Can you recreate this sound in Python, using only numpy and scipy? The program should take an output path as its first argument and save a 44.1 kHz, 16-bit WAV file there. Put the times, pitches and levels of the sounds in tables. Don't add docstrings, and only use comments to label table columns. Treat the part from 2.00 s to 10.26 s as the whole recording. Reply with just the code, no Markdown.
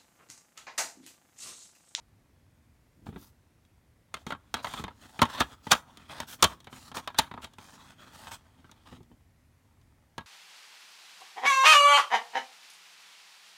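import sys
import numpy as np
from scipy import signal
from scipy.fft import rfft, irfft, next_fast_len
from scipy.io import wavfile
from scipy.ndimage import map_coordinates

SR = 44100
rng = np.random.default_rng(int(sys.argv[2]) if len(sys.argv) > 2 else 0)


def file_out(sig):
    cols = np.atleast_2d(sig).T
    lim = np.clip(cols, -1, 1)
    pcm = np.round(lim * 32767).astype(np.int16)
    wavfile.write(sys.argv[1], SR, pcm)


N = 364266
HIT_T_S = np.arange(SR // 7) / SR

# f/Hz, level/dB, t60/s
PANELS = [(616, -7.5, .04), (667, -12.5, 0.072), (903, 0.5, 0.058), (1092, -7.5, 0.076), (1222, -1, 0.036),
          (1312, 0.5, 0.051), (1624, -4, 0.095), (1786, -0.5, 0.025), (1980, 0.5, 0.035), (2222, -7, 0.055),
          (2494, 2.5, 0.031), (2790, -18.5, .035), (3175, 0.5, 0.072), (3378, 3, 0.025),
          (3670, -1.5, 0.068), (4125, -10, 0.012)]
# t/s, case/dB, low knock/dB, sharp edge/dB, favoured ring f/Hz,
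# landing delay/s, rebound delay/s, rebound level/dB, run-up friction/dB
SNAPS = [(3.2174, -8.5, -20, -23, 1078, 0.00082, 0.0094, -6, -40),
         (3.4047, -12.5, -26, -26, 1313, 0.00081, 0.011, -11.5, -28),
         (3.7175, -8, -29, -14.5, 1215, 0.0035, 0.011, -7.5, -15.5),
         (4.425, -7, -21.5, -11.5, 1220, .0035, 0.015, -3.5, -41.5),
         (5.1868, -12, -29.5, -15, 898, .001, .007, -10, -26.5)]
# t/s, low knock/dB, case/dB
BUMPS = [(1.066, -41, -38.5), (1.088, -36, -45.5), (1.126, -42.5, -50), (1.16, -39, -40),
         (6.926, -41, -48.5), (7.005, -45, -54), (7.115, -50, -55)]


def amp(db):
    return 10 ** (np.asarray(db) / 20)


def unit(x):
    return x / np.sqrt(np.mean(x ** 2) + 1e-20)


def along(points, hz):
    f, v = np.transpose(points)
    return np.interp(np.log(hz + 1), np.log(f + 1), v)


def filtered(x, response):
    m = next_fast_len(len(x) + SR // 4)
    spectrum = rfft(x, m) * response(np.fft.rfftfreq(m, 1 / SR))
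    return irfft(spectrum, m)[:len(x)]


def coloured(x, spectrum):
    return unit(filtered(x, lambda hz: amp(along(spectrum, hz))))


def wobble(rate):
    knots = rng.standard_normal(int(N * rate / SR) + 4)
    return map_coordinates(knots, [np.arange(N) * rate / SR])


def shifting(x, depth_db, band_hz, rate):
    hz, t, z = signal.stft(x, SR, nperseg=512)
    knots = rng.standard_normal((256, 256))
    position = np.meshgrid(hz / band_hz, t * rate, indexing="ij")
    field = map_coordinates(knots, position, mode="wrap")
    return signal.istft(z * amp(depth_db * field), SR, nperseg=512)[1][:N]


def add(out, s, sound):
    part = out[round(s * SR):][:len(sound)]
    part += sound[:len(part)]


def air():
    # f/Hz, level/dB
    air_colour = [(12, -48), (20, -12), (86, 1.5), (172, -10.5), (193, -15), (234, -10), (388, -20.5),
                  (1090, -25), (1220, -27.5), (2080, -27), (2910, -33), (12800, -38.5), (16000, -44.5)]
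    noise = shifting(rng.standard_normal(N), depth_db=1.0, band_hz=210, rate=4.7)
    level_db = -63 + 0.37 * wobble(1.1)
    return amp(level_db) * coloured(noise, air_colour)


def room_tail():
    # f/Hz, t60/s
    decay = [(100, 0.4), (700, 0.29), (1150, 0.31), (1700, 0.23), (4000, 0.17), (16000, 0.25)]
    hz, t, z = signal.stft(rng.standard_normal(SR // 3), SR, nperseg=256)
    t60_s = along(decay, hz)[:, None]
    tail = signal.istft(z * np.exp(-np.log(1000) * t / t60_s), SR, nperseg=256)[1]
    build_s = 0.005
    tail = tail * (1 - np.exp(-np.arange(len(tail)) / SR / build_s))
    return tail / np.linalg.norm(tail)


def room(x, count=48):
    out = np.zeros(N + SR)
    for stretch in np.array_split(np.arange(N), count):
        echo = signal.fftconvolve(x[stretch], room_tail())
        out[stretch[0]:][:len(echo)] += echo
    return out[:N]


def slips(rate, spread_db, smooth):
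    chance, size, grain, noise = rng.random(N), *rng.standard_normal((3, N))
    pulse_gain = amp(spread_db * np.clip(size, -2, 2))
    pulses = (chance < rate / SR) * np.sign(grain) * pulse_gain
    return unit(pulses) + smooth * noise


def through_panels(x, width_hz, direct):
    def response(f):
        total = direct
        for hz, db, _ in PANELS:
            total = total + amp(db) * 1j * f * width_hz / (hz * hz - f * f + 1j * f * width_hz)
        return total
    return filtered(x, response)


def voiced(x, hardness_db, favoured_hz):
    def response(hz):
        spot_db = 6 * np.exp(-(np.log((hz + 1) / favoured_hz) / 0.16) ** 2)
        tilt_db = along([(1300, 0), (3500, hardness_db)], hz)
        return amp(spot_db + tilt_db)
    return unit(filtered(x, response))


def grip():
    ticking = through_panels(slips(rate=14, spread_db=4, smooth=0), width_hz=130, direct=0)
    return amp(-84.5) * voiced(ticking, hardness_db=-16, favoured_hz=900)


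def stroke_levels():
    # start t/s, length/s, scrape/dB, fine hiss/dB
    strokes = [(1.057, 0.022, -58.5, -61.5), (1.093, 0.074, -62.5, -80), (1.169, 0.11, -66.5, -61),
               (2.128, 0.094, -62.5, -69), (2.262, 0.048, -53.5, -59), (2.54, 0.059, -43, -63),
               (2.618, 0.078, -51.5, -55.5), (2.682, .13, -44, -53), (2.93, 0.38, -58, -63),
               (3.28, 0.083, -42.5, -52.5), (3.362, 0.062, -35.5, -52.5), (3.411, .13, -55.5, -64),
               (3.623, 0.083, -57, -59.5), (3.731, 0.049, -49.5, -53), (3.83, 0.29, -59.5, -72),
               (4.073, 0.16, -46.5, -58), (4.266, 0.076, -49, -47.5), (4.369, 0.17, -51, -61),
               (4.688, 0.2, -55, -57.5), (4.941, .035, -36, -46), (4.982, 0.069, -55.5, -67),
               (5.149, 0.097, -47.5, -68.5), (5.413, 0.035, -51, -57.5), (5.57, .19, -57, -60.5),
               (5.752, 0.17, -56, -64.5), (5.962, 0.17, -54.5, -66), (6.106, 0.18, -51, -56.5),
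               (6.307, 0.034, -44.5, -48), (6.839, 0.12, -57, -67)]
    attack_share, release_s = 0.27, 0.017
    held_from_s, held_to_s, held_fade_s = 2.5, 6.85, 0.074
    held_scrape_db, held_hiss_db = -68.5, -79.5
    t = np.arange(N) / SR
    held = np.exp(-np.abs(t - np.clip(t, held_from_s, held_to_s)) / held_fade_s)
    scrape, hiss = amp(held_scrape_db) * held, amp(held_hiss_db) * held
    for start_s, length_s, scrape_db, hiss_db in strokes:
        done = np.clip((t - start_s) / length_s, 0, 1)
        release = np.exp(-np.clip(t - start_s - length_s, 0, 1) / release_s)
        shape = np.minimum(done / attack_share, 1) * release
        scrape = np.maximum(scrape, amp(scrape_db) * shape)
        hiss = np.maximum(hiss, amp(hiss_db) * shape)

    shudder = amp(-55.5 + 0.55 * (20 * np.log10(scrape) + 47.5))
    sway_db, sway_s = -8.5, 0.047
    for s, knock_db, _ in BUMPS:
        sway = amp(knock_db + sway_db) * np.exp(-np.abs(t - s) / sway_s)
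        shudder = np.maximum(shudder, sway)

    run_up_s, run_up_hiss_db = 0.0036, -5
    for s, *_, run_up_db in SNAPS:
        grind = amp(run_up_db) * np.exp(-np.minimum(np.abs(t - s), 1) / run_up_s)
        scrape = np.maximum(scrape, grind)
        hiss = np.maximum(hiss, amp(run_up_hiss_db) * grind)
    return 20 * np.log10([scrape, hiss, shudder])


def sliding():
    # f/Hz, level/dB
    scrape_colour = [(200, -28), (500, -4.5), (880, 0), (1400, -1), (2200, -9.5), (3500, -5), (4400, -14.5),
                     (7000, -42)]
    hiss_colour = [(2000, -31), (4400, 0), (7000, -1.5), (9300, -4.5), (10500, -9), (16000, -12.5)]
    skin_colour = [(2000, -29.5), (4500, -3), (7000, -7), (10500, -6), (12500, -2), (16000, -4.5)]
    shudder_colour = [(20, -27.5), (55, -0.5), (160, -2.5), (260, 0.5), (480, -20), (1200, -43.5)]
    scrape_db, hiss_db, shudder_db = stroke_levels()
    pressure_db = 2.6 * wobble(50)
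    grit = wobble(240)
    catches = slips(rate=81, spread_db=1.5, smooth=0)

    rough = slips(rate=720, spread_db=1.5, smooth=1.0) * amp(2.0 * grit) + 0.22 * catches
    rough = through_panels(rough, width_hz=95, direct=2.4)
    rough = shifting(rough, depth_db=3.0, band_hz=260, rate=11)
    fine = slips(rate=2500, spread_db=7, smooth=1.2) * amp(0.55 * grit) + 0.3 * catches
    fine = shifting(fine, depth_db=2.8, band_hz=330, rate=9)

    skin_share = np.clip((hiss_db - scrape_db + 3.0) / 9, 0, 1)
    friction = (1 - skin_share) * coloured(fine, hiss_colour) + skin_share * coloured(fine, skin_colour)
    scrape = amp(scrape_db + pressure_db - 1.0) * coloured(rough, scrape_colour)
    hiss = amp(hiss_db + 0.5 * pressure_db) * friction
    rumble = coloured(rng.standard_normal(N), shudder_colour)
    shudder = amp(shudder_db + pressure_db - 1.5) * rumble
    return scrape + hiss + shudder


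def fade(t60, attack):
    return np.exp(-np.log(1000) * HIT_T_S / t60) * (1 - np.exp(-HIT_T_S / attack))


def ring(modes, attack, scatter_db, detune):
    hz, db, t60 = np.transpose(modes)[:, :, None]
    weight, pitch = rng.standard_normal((2, len(hz), 1))
    gain = amp(db + scatter_db * weight)
    tuned_hz = hz * (1 + detune * pitch)
    phase = 2 * np.pi * (tuned_hz * HIT_T_S + rng.random(hz.shape))
    total = np.sum(gain * np.sin(phase) * fade(t60, attack), axis=0)
    return total * np.sqrt(2 / np.sum(gain ** 2))


def burst(spectrum, t60, attack):
    return coloured(rng.standard_normal(len(HIT_T_S)), spectrum) * fade(t60, attack)


def strike(case_db, knock_db, edge_db, ring_hz):
    # f/Hz, level/dB, t60/s
    rocking_modes = [(66.5, -11.5, 0.19), (95, -2, 0.081), (127, -4, 0.045), (168.2, -1, 0.065),
                     (234, 0.5, 0.076), (323, -2, 0.05), (405.8, -4.5, 0.052)]
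    # f/Hz, level/dB, t60/s
    metal_modes = [(4420, 2.5, 0.026), (5560, -3.5, 0.047), (6270, -5.5, 0.042), (7056, -1.5, 0.041),
                   (8710, -2.5, 0.03), (9080, -4, 0.036), (11700, -13, 0.018)]
    # f/Hz, level/dB
    clatter_colour = [(200, -23), (480, -4.5), (1000, 2), (1700, -5), (2400, -7.5), (3700, -5), (4400, -10),
                      (6500, -38.5)]
    edge_colour = [(2000, -28), (4000, 5), (4600, 0.5), (6400, 4.5), (7800, -2), (9000, -1), (10500, -5),
                   (16500, -11.5)]
    hardness_db = np.clip(0.5 * (edge_db - case_db + 11), -14, 4)
    panels = ring(PANELS, attack=0.0015, scatter_db=5.5, detune=0.029)
    clatter = amp(0.5) * burst(clatter_colour, t60=0.055, attack=0.00032)
    case = amp(-19.0) * voiced(panels + clatter, hardness_db, ring_hz)
    metal = amp(-8.5) * ring(metal_modes, attack=0.00016, scatter_db=0.5, detune=0.012)
    crack = amp(1.5) * burst(edge_colour, t60=0.021, attack=0.0004)
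    knock = amp(2.5) * ring(rocking_modes, attack=0.0016, scatter_db=0.5, detune=0.07)
    return amp(case_db) * case + amp(edge_db) * (metal + crack) + amp(knock_db) * knock


def bumps():
    out = np.zeros(N)
    for s, knock_db, case_db in BUMPS:
        add(out, s, strike(case_db, knock_db, edge_db=case_db - 32, ring_hz=765))
    return out


def nail_ticks():
    # t/s, sharp edge/dB
    tick_table = [(1.65, -67), (3.972, -47.5), (4.603, -53), (4.644, -53.5), (5.535, -55.5), (6.714, -50),
                  (7.03, -65), (7.814, -69)]
    out = np.zeros(N)
    for s, edge_db in tick_table:
        add(out, s, strike(edge_db + 2.5, edge_db - 4.5, edge_db, ring_hz=3400))
    return out


def taps():
    # t/s, case/dB, low knock/dB, sharp edge/dB, favoured ring f/Hz
    tap_table = [(2.141, -26, -45, -36, 1240), (2.266, -31.5, -32.5, -42.5, 1215),
                 (2.305, -26.5, -49, -47, 1160), (2.322, -24, -34.5, -47.5, 1309),
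                 (2.541, -20, -37.5, -27.5, 1344), (2.645, -22.5, -42.5, -39.5, 980),
                 (2.669, -28.5, -49, -50.5, 1870), (2.737, -27.5, -40.5, -40, 897),
                 (2.796, -35, -33, -50.5, 1167), (2.839, -28.5, -33.5, -43, 1026),
                 (2.88, -32, -45, -59.5, 950), (3.191, -24.5, -37, -43, 1360),
                 (3.253, -27.5, -57, -44, 875), (3.668, -29.5, -36, -47, 872),
                 (3.75, -26, -44, -42.5, 1132), (4.202, -26, -37, -33.5, 947),
                 (4.67, -38, -46.5, -57.5, 710), (4.727, -39, -44, -52.5, 1125),
                 (4.916, -37.5, -43.5, -53, 895), (4.969, -27, -37.5, -36.5, 800),
                 (5.075, -24.5, -47, -37, 966), (5.145, -37.5, -54, -58, 1480),
                 (5.313, -33, -42.5, -60.5, 980), (5.339, -34, -39.5, -60.5, 933),
                 (5.3757, -32.5, -41, -75, 956), (5.444, -34.5, -53, -41.5, 885),
                 (5.584, -39, -49, -51, 930), (6.27, -39, -52, -51, 880), (6.317, -39, -54, -44.5, 1600),
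                 (6.644, -48, -53.5, -77, 1347), (6.694, -49, -59, -74, 1410),
                 (8.18, -27.5, -37, -41, 1085)]
    bounce_s, bounce_db, bounce_edge_db = 0.027, -13.5, -24
    out = np.zeros(N)
    for s, case_db, knock_db, edge_db, ring_hz in tap_table:
        add(out, s, strike(case_db, knock_db, edge_db, ring_hz))
        bounce = strike(case_db + bounce_db, knock_db + bounce_db, edge_db + bounce_edge_db, ring_hz)
        add(out, s + bounce_s, bounce)
    return out


def snaps():
    release_case_db, landing_edge_db = -6, -5
    out = np.zeros(N)
    for s, case_db, knock_db, edge_db, ring_hz, landing_s, rebound_s, rebound_db, _ in SNAPS:
        for start_s, db in [(s, 0), (s + rebound_s, rebound_db)]:
            release = strike(case_db + release_case_db, knock_db + release_case_db, edge_db, ring_hz)
            landing = strike(case_db, knock_db, edge_db + landing_edge_db, ring_hz)
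            add(out, start_s, amp(db) * release)
            add(out, start_s + landing_s, amp(db) * landing)
    return out


def scene():
    handling = grip() + sliding() + bumps() + nail_ticks() + taps() + snaps()
    return (air() + amp(-22) * room(handling) + handling)[None]


def record(dry):
    ceiling, corner_hz, top_hz = 0.8, 24, 16200
    rounded = dry[0] / (1 + (dry[0] / ceiling) ** 4) ** (1 / 4)

    def response(hz):
        low_cut = 1j * hz / (1j * hz + corner_hz)
        return low_cut ** 2 * (hz < top_hz)
    return filtered(rounded, response)[None]


dry = scene()
out = record(dry)
file_out(out)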